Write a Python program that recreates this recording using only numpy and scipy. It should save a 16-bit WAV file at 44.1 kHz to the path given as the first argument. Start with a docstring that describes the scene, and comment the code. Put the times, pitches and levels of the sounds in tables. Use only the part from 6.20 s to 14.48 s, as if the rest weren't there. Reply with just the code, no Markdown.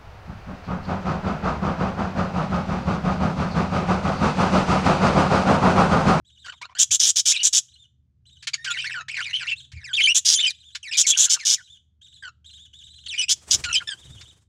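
"""Budgerigars in a small brick aviary

A close bird warbles in gliding sine tones with overtones, squawks with trembling tones and rasping noise,
and clucks in short puffs of noise. Chicks peep from a clay nest pot: thin arching tones, run together.
Near the end a bird flies off past the microphone, in beating noise. Below lie a wavering hum, a low
rumble with soft bumps, and the drone of a motor far away. Random echoes add the walls.
"""
import sys
import numpy as np
from scipy import signal
from scipy.fft import rfft, irfft
from scipy.io import wavfile

SR = 44100
rng = np.random.default_rng(int(sys.argv[2]) if len(sys.argv) > 2 else 0)


def unload_wav(signal):
    """Save mono or channel-first audio to the path in sys.argv[1] as 16-bit WAV at rate SR, clipped to [-1, 1]."""
    wavfile.write(
        sys.argv[1],
        SR,
        np.round(np.clip(np.atleast_2d(signal).T, -1, 1) * 32767).astype(np.int16),
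    )


N = 365148
TIME = np.arange(N) / SR


def from_db(db):
    """Turn decibels into a gain."""
    return 10 ** (np.asarray(db) / 20)


def rms_one(x):
    """Scale to unit power."""
    return x / np.sqrt(np.mean(np.abs(x) ** 2) + 1e-20)


def in_time(rows):
    """Draw each column of a table as a curve with a value at every sample."""
    seconds, *columns = np.transpose(rows)
    return [np.interp(TIME, seconds, column) for column in columns]


def add(out, start, sound):
    """Mix a sound in at a start time in seconds."""
    i = max(0, round(start * SR))
    out[i:i + len(sound)] += sound[:len(out) - i]


def wander(rate_hz, size):
    """Smooth random motion around zero, of unit power: a higher rate moves faster."""
    r = np.exp(-2 * np.pi * rate_hz / SR)
    settling = 8000  # samples dropped while the filter starts up
    motion = signal.lfilter([1], [1, -2 * r, r * r], rng.standard_normal(size + settling))
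    return rms_one(motion[settling:])


def noise(spectrum):
    """Noise of unit power, shaped by a table of frequencies and levels."""
    table_hz, db = np.transpose(spectrum)
    hz = np.fft.rfftfreq(N, 1 / SR) + 1  # plus 1 avoids the logarithm of zero
    low_cut = hz / (hz + 20)
    gain = from_db(np.interp(np.log(hz), np.log(table_hz), db)) * low_cut
    return rms_one(irfft(rfft(rng.standard_normal(N)) * gain, N))


def cycles(hz):
    """Running phase of a moving frequency."""
    return 2 * np.pi * np.cumsum(hz) / SR


def gesture(length, pitches, attack, release):
    """One push of air: pitch bends through three points while the pressure rises, holds and lets go."""
    t = np.arange(int((length + 4 * release) * SR)) / SR
    bend = np.polyfit([0, .5, 1], pitches, 2)
    pitch = np.polyval(bend, np.minimum(t / length, 1))
    rise = 1 - np.exp(-(t / attack) ** 2)
    fall = np.exp(-np.maximum(t - length + release, 0) / release)
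    return pitch, rise * fall


def puff(t, decay):
    """Strength of a short burst: it peaks at 1 after the decay time, then dies away."""
    return (t / decay) * np.exp(1 - t / decay)


def run_of(start, length, typical, unevenness=.18):
    """Split a bout into sounds of about the typical length, without gaps: starts and lengths."""
    count = max(1, round(length / typical))
    shares = np.exp(unevenness * rng.standard_normal(count))
    lengths = length * shares / shares.sum()
    return start + np.cumsum(lengths) - lengths, lengths


# Whistled notes that stand out of the warble: (time [s], length [s], start pitch [Hz], end pitch [Hz],
# relative level [dB], overtones relative to the note [dB])
WHISTLE_NOTES = [(.243, .033, 1605, 1404, -44.5, -2), (.278, 0.027, 1266, 1520, -38.5, -4),
                 (.32, 0.019, 1590, 1104, -45, -1.5), (0.412, 0.044, 870, 1362, -42, 0.5),
                 (.488, 0.041, 940, 1160, -55, -5.5), (0.548, 0.034, 1280, 1663, -44, 0.5),
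                 (.706, .019, 2230, 3004, -31, 5.5), (1.138, .028, 3540, 2396, -25.5, -11),
                 (1.155, .023, 3140, 3990, -26.5, -21), (1.19, 0.036, 3020, 2876, -25, -24),
                 (2.332, 0.012, 2470, 2340, -28, 2), (2.376, 0.16, 1830, 1874, -45, -13),
                 (2.459, 0.063, 1680, 1396, -31, -4.5), (2.503, 0.022, 3060, 3770, -26, -7),
                 (2.567, 0.039, 2775, 3100, -28, -21), (2.641, 0.037, 1310, 2190, -31, -4),
                 (2.708, 0.028, 2710, 2500, -31, -15), (2.737, 0.041, 1822, 1410, -31.5, -10.5),
                 (2.776, .047, 1500, 1295, -33.5, -8), (2.965, 0.052, 3000, 1319, -30, -17.5),
                 (3.129, 0.045, 2715, 3150, -23, -27), (3.2, 0.04, 2015, 1340, -37.5, -1),
                 (3.272, 0.033, 2470, 3080, -26.5, -35), (3.311, 0.026, 2630, 2641, -23, -37),
                 (3.639, 0.086, 2795, 1455, -40, -7), (3.73, 0.027, 2970, 3633, -20, -17),
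                 (3.765, 0.045, 3520, 2162, -19.5, -17.5), (3.797, 0.039, 2427, 3480, -19.5, -19),
                 (3.834, 0.033, 3160, 3055, -14.5, -13), (3.87, 0.054, 2263, 2926, -15.5, -13.5),
                 (4.142, 0.037, 3620, 3076, -25.5, 3), (4.179, 0.035, 3490, 3570, -19.5, -12.5),
                 (4.232, 0.046, 3077, 3104, -20.5, -19.5), (4.251, .041, 2840, 2436, -25, -5),
                 (4.293, 0.02, 2285, 1797, -46, 13), (4.627, 0.076, 3210, 1756, -39, -4),
                 (4.711, 0.053, 2690, 2403, -30, -6), (4.829, 0.038, 3320, 1960, -33, -4.5),
                 (4.903, 0.033, 3388, 3296, -19.5, -20), (4.932, .025, 2240, 3050, -26, -18),
                 (4.958, 0.024, 1633, 1480, -41, -4), (5.055, .032, 1727, 1390, -40, 0),
                 (5.145, 0.033, 1590, 1423, -40.5, -5), (5.187, .056, 2910, 1804, -40, -4),
                 (5.349, 0.067, 2800, 1466, -47.5, -9.5), (6.023, .072, 1667, 1365, -39.5, -7),
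                 (6.86, 0.014, 3295, 3094, -32.5, -12.5), (6.882, 0.067, 4620, 2330, -32.5, -10.5),
                 (6.977, 0.041, 2972, 2953, -22, -7), (7.01, .037, 2587, 2554, -26, -5.5),
                 (7.081, 0.037, 2642, 3345, -24, -7.5), (7.45, 0.069, 1523, 1334, -33, -1.5),
                 (7.525, 0.039, 3060, 2370, -24.5, 0), (7.552, 0.034, 2973, 3216, -18, -22.5),
                 (7.6, 0.027, 1624, 1423, -38.5, -14), (7.672, 0.067, 1850, 1578, -38, 5)]


def whistles():
    """Clear notes: the longer and stronger a note is, the cleaner it sounds."""
    onset_rough, settle_s = .7, .06
    firm_db, rough_doubles_db = -25.5, 22.5  # roughness doubles for each 22.5 dB below a firm whistle
    notes = []
    for start, length, first_hz, last_hz, db, overtones_db in WHISTLE_NOTES:
        weakness = 2 ** ((firm_db - db) / rough_doubles_db)
        rough = min(1, onset_rough * np.exp(-length / settle_s) * weakness)
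        notes.append((start, length, first_hz, last_hz, db, overtones_db, rough))
    return notes


# Bouts of softer chatter around the whistles: (time [s], length [s], central pitch [Hz], relative level [dB])
CHATTER_BOUTS = [(1.117, 0.069, 2434, -32.5), (2.45, .26, 2390, -35.5), (2.881, 0.24, 2197, -34.5),
                 (3.135, 0.19, 2353, -35), (3.529, 0.11, 1996, -49.5), (3.805, 0.019, 1904, -27),
                 (4.19, .065, 2435, -26), (4.715, .05, 2950, -32.5), (6.937, 0.067, 2290, -35),
                 (7.435, 0.026, 2600, -33)]
# Turning points of the chatter's pitch, in turn low, high, middle: (position in the swing [-1 to 1])
PITCH_TURNS = [-1, 1, 0]


def chatter():
    """Hoarse syllables join into a zigzag: each glides on from the pitch where the last one ended."""
    syllable_s, spread_db, rough = .041, 2, .62
    swing_oct, pitch_spread_oct = .36, .12
    # the further under the throat's resonance, the stronger the overtones
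    throat_hz, throat_overtones_db, overtones_db_per_oct = 3110, -15.5, 11.5
    notes = []
    for bout_start, span, centre_hz, db in CHATTER_BOUTS:
        starts, lengths = run_of(bout_start, span, syllable_s)
        height, force = rng.standard_normal((len(starts) + 1, 2)).T
        # up in one syllable and down over two, with some chance in every turning point
        turns_oct = swing_oct * np.resize(PITCH_TURNS, len(height)) + pitch_spread_oct * height
        turns_hz = centre_hz * 2 ** turns_oct
        for start, length, first_hz, last_hz, push in zip(starts, lengths, turns_hz, turns_hz[1:], force):
            octaves_under = np.log2(throat_hz / np.sqrt(first_hz * last_hz))
            overtones_db = throat_overtones_db + overtones_db_per_oct * octaves_under
            notes.append((start, length, first_hz, last_hz, db + spread_db * push, overtones_db, rough))
    return notes


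# Weight of the warble's overtones: (multiple of the pitch, relative level [dB])
OVERTONE_WEIGHTS = [(2, 1), (3, -5.5), (4, -16.5), (5, -11.5)]
# Tone colour of the air noise in warble and clucks: (frequency [Hz], relative level [dB])
AIR_SPECTRUM = [(300, -27), (700, -25), (1400, -2), (2600, 5.5), (4500, 5), (7000, -2), (10000, -19),
                (15000, -45)]


def warble(jitter=.059, jitter_hz=420, shimmer_db=6, flicker_db=5.5, hiss_db=-15):
    """Gliding notes; roughness shakes pitch and strength, wakes a second voice and lets air noise through."""
    voiced, hiss = np.zeros(N), np.zeros(N)
    quaver, twin_share, twin_spread = .04, .65, .17
    glide_done = .7  # share of its glide that a note has covered half way through
    for start, length, first_hz, last_hz, db, overtones_db, rough in whistles() + chatter():
        pitches = first_hz, first_hz + glide_done * (last_hz - first_hz), last_hz
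        pitch, pressure = gesture(length + .002, pitches, attack=.0027, release=.003)
        n = len(pitch)
        fast_shake = jitter * rough * wander(jitter_hz, n)
        slow_shake = quaver * np.sqrt(rough) * wander(110, n)
        phase = cycles(pitch * (1 + fast_shake + slow_shake))
        upper = 0
        for multiple, weight_db in OVERTONE_WEIGHTS:
            # each overtone flares on its own as the throat moves; little passes above 9 kHz
            flare = rms_one(from_db(flicker_db * wander(67, n)))
            top_cut = 1 / np.sqrt(1 + (multiple * pitch / 9000) ** 20)
            upper = upper + from_db(weight_db) * flare * np.sin(round(multiple) * phase) * top_cut
        # a second membrane slips out of step and wanders above and across the first
        twin_hz = pitch * np.exp(twin_spread * (.5 + wander(35, n)))
        twin = np.sin(cycles(twin_hz)) * rms_one(from_db(flicker_db * wander(90, n)))
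        voice = np.sin(phase) + from_db(overtones_db) * upper + twin_share * rough * twin
        shimmer = rms_one(from_db((-.5 + shimmer_db * rough) * wander(260, n)))
        add(voiced, start, from_db(db) * pressure * shimmer * voice * np.sqrt(2))
        add(hiss, start, from_db(db + hiss_db) * rough * pressure)
    return voiced + hiss * noise(AIR_SPECTRUM)


# Harsh squawks: (time [s], length [s], middle pitch [Hz], relative level of the octave [dB])
SQUAWK_CALLS = [(0.587, 0.051, 3290, -14), (0.71, 0.052, 3225, -16), (.796, .064, 3010, -16),
                (0.857, 0.051, 3220, -16), (0.958, .048, 3007, -16), (1.055, .071, 3060, -15),
                (1.232, 0.051, 3287, -15.5), (1.328, 0.064, 3134, -16), (3.946, 0.043, 3263, -14.5),
                (4.05, .097, 2874, -15.5), (4.77, 0.051, 3064, -14), (4.866, 0.052, 3303, -15.5),
                (4.972, 0.089, 3270, -15), (5.095, 0.056, 3080, -17), (5.25, 0.099, 2990, -17.5),
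                (7.091, .04, 3054, -15.5), (7.307, 0.045, 2928, -14.5)]
# Tone colour of the rasp in squawks and peeps: (frequency [Hz], relative level [dB])
RASP_SPECTRUM = [(150, -21), (900, -24), (1500, -13), (2200, -16), (3400, 9.5), (4500, -1.5), (6000, -2),
                 (7500, 1), (8800, -1.5), (10500, -10.5), (13000, -19), (16000, -30)]


def squawks(rattle_hz=175, rattle_depth=.3, buzz_hz=680, buzz_depth=.65, swell=.008, release=.005):
    """The voice organ vibrates chaotically: two smeared tones and a wide rasp, chopped by an uneven rattle."""
    voiced, rasp = np.zeros(N), np.zeros(N)
    climb = .045  # share by which the pitch rises during a squawk
    rasp_db = -7
    # (multiple of the pitch, smearing rate in Hz, level in dB)
    partials = ((1, 150, -19), (2, 210, 0))
    for start, length, hz, octave_db in SQUAWK_CALLS:
        pitches = hz * (1 + climb * np.linspace(-.5, .5, 3))
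        pitch, pressure = gesture(length + .005, pitches, attack=.0055, release=release)
        n = len(pitch)
        # a slower vibration bends the pitch to and fro, which splits each partial into sidebands
        buzz = cycles(buzz_hz * rng.uniform(.8, 1.25) * (1 + .074 * wander(40, n)))
        phase = cycles(pitch * (1 + .01864 * wander(49, n))) + buzz_depth * np.sin(buzz)
        slow_start = 1 - .7 * np.exp(-np.arange(n) / SR / swell)
        rattle = 1 + rattle_depth * np.cos(cycles(rattle_hz * (1 + .28 * wander(70, n))))
        pressure = pressure * slow_start * rattle
        for multiple, smear_hz, db in partials:
            cosine_part = wander(smear_hz, n) * np.cos(multiple * phase)
            sine_part = wander(smear_hz, n) * np.sin(multiple * phase)
            add(voiced, start - .004, from_db(octave_db + db) * pressure * (cosine_part + sine_part))
        add(rasp, start - .004, from_db(octave_db + rasp_db) * pressure)
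    high_pass = signal.butter(2, 1500, "high", fs=SR, output="sos")
    return signal.sosfilt(high_pass, voiced) + rasp * noise(RASP_SPECTRUM)


# Dry clucks between the notes: (time [s], relative level [dB])
CLUCK_TIMES = [(0.258, -30.5), (0.415, -28), (2.225, -31), (2.238, -41), (2.271, -13), (2.279, -31),
               (2.337, -19), (2.346, -35), (2.445, -17), (2.883, -27.5), (3.518, -35.5), (4.55, -18),
               (5.196, -30), (5.228, -34), (6.864, -38), (7.439, -14), (8.01, -30.5)]


def clucks(decay=.0053, level_db=-9):
    """Single puffs of air noise that swell and fade within milliseconds."""
    puffs = np.zeros(N)
    t = np.arange(SR // 20) / SR
    for start, db in CLUCK_TIMES:
        add(puffs, start - .001, from_db(db + level_db) * puff(t, decay))
    return puffs * noise(AIR_SPECTRUM)


# The chicks beg in runs of peeps: (time [s], length [s], relative level [dB])
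BEGGING_RUNS = [(0.052, 0.12, -63.5), (0.177, 0.21, -56), (1.486, 0.17, -58), (2.059, 0.16, -58.5),
                (3.361, 0.094, -48), (4.343, 0.22, -54.5), (5.427, 0.15, -56.5), (5.817, .223, -53.5),
                (6.249, 0.22, -48.5), (6.535, 0.35, -51.5), (7.773, 0.34, -53)]


def peeps():
    """Every run of begging is an uneven chain of peeps, the hurried ones higher."""
    typical_s, typical_hz = .062, 3810  # length and top pitch of a typical peep
    unevenness, hurry, spread_db = .3, .1, 2
    rows = []
    for run_start, span, db in BEGGING_RUNS:
        starts, lengths = run_of(run_start, span, typical_s, unevenness)
        tops_hz = typical_hz * (typical_s / lengths) ** hurry
        levels_db = db + spread_db * rng.standard_normal(len(starts))
        rows += zip(starts, lengths, tops_hz, levels_db)
    return rows


def chicks(dip_hz=3060, octave_db=-12, half_db=-23, dip_jitter=.048, rasp_db=-20, level_db=4):
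    """Each peep arches up from a hoarse low pitch and drops back; run together they make a thin trill."""
    voiced, rasp = np.zeros(N), np.zeros(N)
    waver, flicker_db, fade = .03, 3, .009
    for start, length, top_hz, db in peeps():
        n = int((length + fade) * SR)
        t = np.arange(n) / SR
        # 1 at both ends of the peep, 0 in its middle
        dip = np.abs(np.cos(np.pi * np.linspace(0, 1, n))) ** 3
        arch_hz = top_hz + (dip_hz - top_hz) * dip
        shake = waver * wander(62, n) + dip_jitter * dip * wander(1200, n)
        phase = cycles(arch_hz * (1 + shake))
        fades = np.sqrt(np.clip(np.minimum(t, t[::-1]) / fade, 0, 1))
        strength = fades * from_db(db + level_db + flicker_db * wander(70, n))
        # in the dips the voice breaks to half its pitch
        half_pitch = from_db(half_db) * dip * np.sin(phase / 2)
        voice = np.sin(phase) + from_db(octave_db) * np.sin(2 * phase) + half_pitch
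        add(voiced, start - fade / 2, strength * voice)
        add(rasp, start - fade / 2, strength * from_db(rasp_db))
    return voiced + rasp * noise(RASP_SPECTRUM)


# Air stirred by wings: (time [s], relative buffeting level [dB], relative feather swish level [dB])
WING_LEVELS = [(7.15, -62, -69), (7.266, -66, -60), (7.286, -53, -51), (7.37, -40.5, -46),
               (7.528, -48, -61.5), (7.69, -66, -63), (7.84, -64, -63.5), (7.884, -41, -62.5),
               (8.15, -65.5, -70)]
# Tone colour of the feathers: (frequency [Hz], relative level [dB])
FEATHER_SPECTRUM = [(100, -12), (350, -5), (600, -11.5), (1500, -13), (4000, -16), (8000, -10),
                    (15000, -39)]
# Tone colour of low noise, for wing buffeting, rumble and bumps: (frequency [Hz], relative level [dB])
RUMBLE_SPECTRUM = [(25, -18), (50, -11), (75, 0), (120, -4), (180, -14), (320, -28), (500, -40), (900, -47),
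                   (6000, -55), (15000, -72)]


def wings(beat_hz=19, beat_db=4.5, buffet_db=-1, swish_db=5):
    """Every downstroke swishes and pushes air at the microphone: two noises that swell with the wingbeat."""
    buffet, swish = in_time(WING_LEVELS)
    flying = np.interp(TIME, [7.1, 7.15, 8.15, 8.28], [0, 1, 1, 0])
    beat = cycles(beat_hz * (1 + .0973 * wander(4.93, N)))
    strokes = from_db(beat_db * np.sin(beat))
    pushed_air = from_db(buffet + buffet_db) * noise(RUMBLE_SPECTRUM)
    feathers = from_db(swish + swish_db) * noise(FEATHER_SPECTRUM)
    return flying * strokes * (pushed_air + feathers)


# A motor far away: (time [s], pitch [Hz], level [dB])
MOTOR_COURSE = [(1.2, 123, -75.5), (1.8, 125.2, -72.5), (2.6, 133.5, -58.5), (3.3, 135.1, -62),
                (3.85, 125.6, -59), (4.2, 123, -89)]


def motor():
    """A low drone, one sine tone, that speeds up a little and sinks away."""
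    hz, db = in_time(MOTOR_COURSE)
    return np.sqrt(2) * from_db(db) * np.sin(cycles(hz))


# Course of the background: (time [s], level [dB])
BACKGROUND_LEVEL = [(0, -64.5), (1.3, -69), (2.0, -63.5), (3.4, -60.5), (4.2, -66), (5.3, -68), (6.8, -60),
                    (8.28, -64)]
# Steady tones of the hum: (frequency [Hz], level relative to the background [dB])
HUM_TONES = [(74, 0), (100, -10), (124.5, -16.5)]
# Soft low bumps: (time [s], relative level [dB])
BUMP_TIMES = [(0.688, -46), (3.53, -39.5), (3.559, -43)]


def background(rumble_db=-1, bump_decay=.017, bump_top_hz=130):
    """Hum from sine tones that waver in pitch and level, over low noise, with a few soft bumps of noise."""
    bumps = np.zeros(N)
    t = np.arange(SR // 4) / SR
    for start, db in BUMP_TIMES:
        add(bumps, start, from_db(db) * puff(t, bump_decay))
    low_pass = signal.butter(2, bump_top_hz, fs=SR, output="sos")
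    bumps = signal.sosfilt(low_pass, bumps * noise(RUMBLE_SPECTRUM))
    hum = np.zeros(N)
    for hz, db in HUM_TONES:
        strength = from_db(db + 2 * wander(1.7, N))
        hum += strength * np.sin(cycles(hz * (1 + .014 * wander(3.8, N))))
    level = from_db(in_time(BACKGROUND_LEVEL)[0])
    return level * (from_db(rumble_db) * noise(RUMBLE_SPECTRUM) + hum) + bumps


# Early reflections from pot and walls: (delay [s], level relative to the direct sound [dB])
EARLY_ECHOES = [(.0017, -32), (.0041, -16), (0.0105, -14)]


def aviary(x, tail_db, t60):
    """A few close reflections, a quick scatter from the corner of the cage, then a longer tail.

    Both are fading noise; t60 is the time in seconds in which the tail falls by 60 dB."""
    t = np.arange(SR // 2) / SR
    response = np.zeros(len(t))
    # level in dB, fall by 60 dB in s, build-up in s: the scatter, then the tail
    for db, decay, build_up in ((-8, .04, .001), (tail_db, t60, .006)):
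        fading = from_db(-60 * t / decay) * (1 - np.exp(-t / build_up))
        diffuse = rng.standard_normal(len(t)) * fading
        response += from_db(db) * diffuse / np.linalg.norm(diffuse)
    response[0] = 1  # the direct sound
    for delay, db in EARLY_ECHOES:
        response[round(delay * SR)] += from_db(db)
    return signal.fftconvolve(x, response / np.linalg.norm(response))[:N]


def scene():
    """The close bird, the chicks further off, then wings, motor and background without echoes."""
    close = aviary(warble() + squawks() + clucks(), tail_db=-26.5, t60=.29)
    nest = aviary(chicks(), tail_db=-9.5, t60=.33)
    return (close + nest + wings() + motor() + background())[None]


def record(dry):
    """Peaks are rounded softly and everything above 16450 Hz is cut."""
    low_pass = signal.ellip(10, .2, 70, 16450, fs=SR, output="sos")
    return signal.sosfilt(low_pass, np.tanh(dry))


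dry = scene()
out = record(dry)
unload_wav(out)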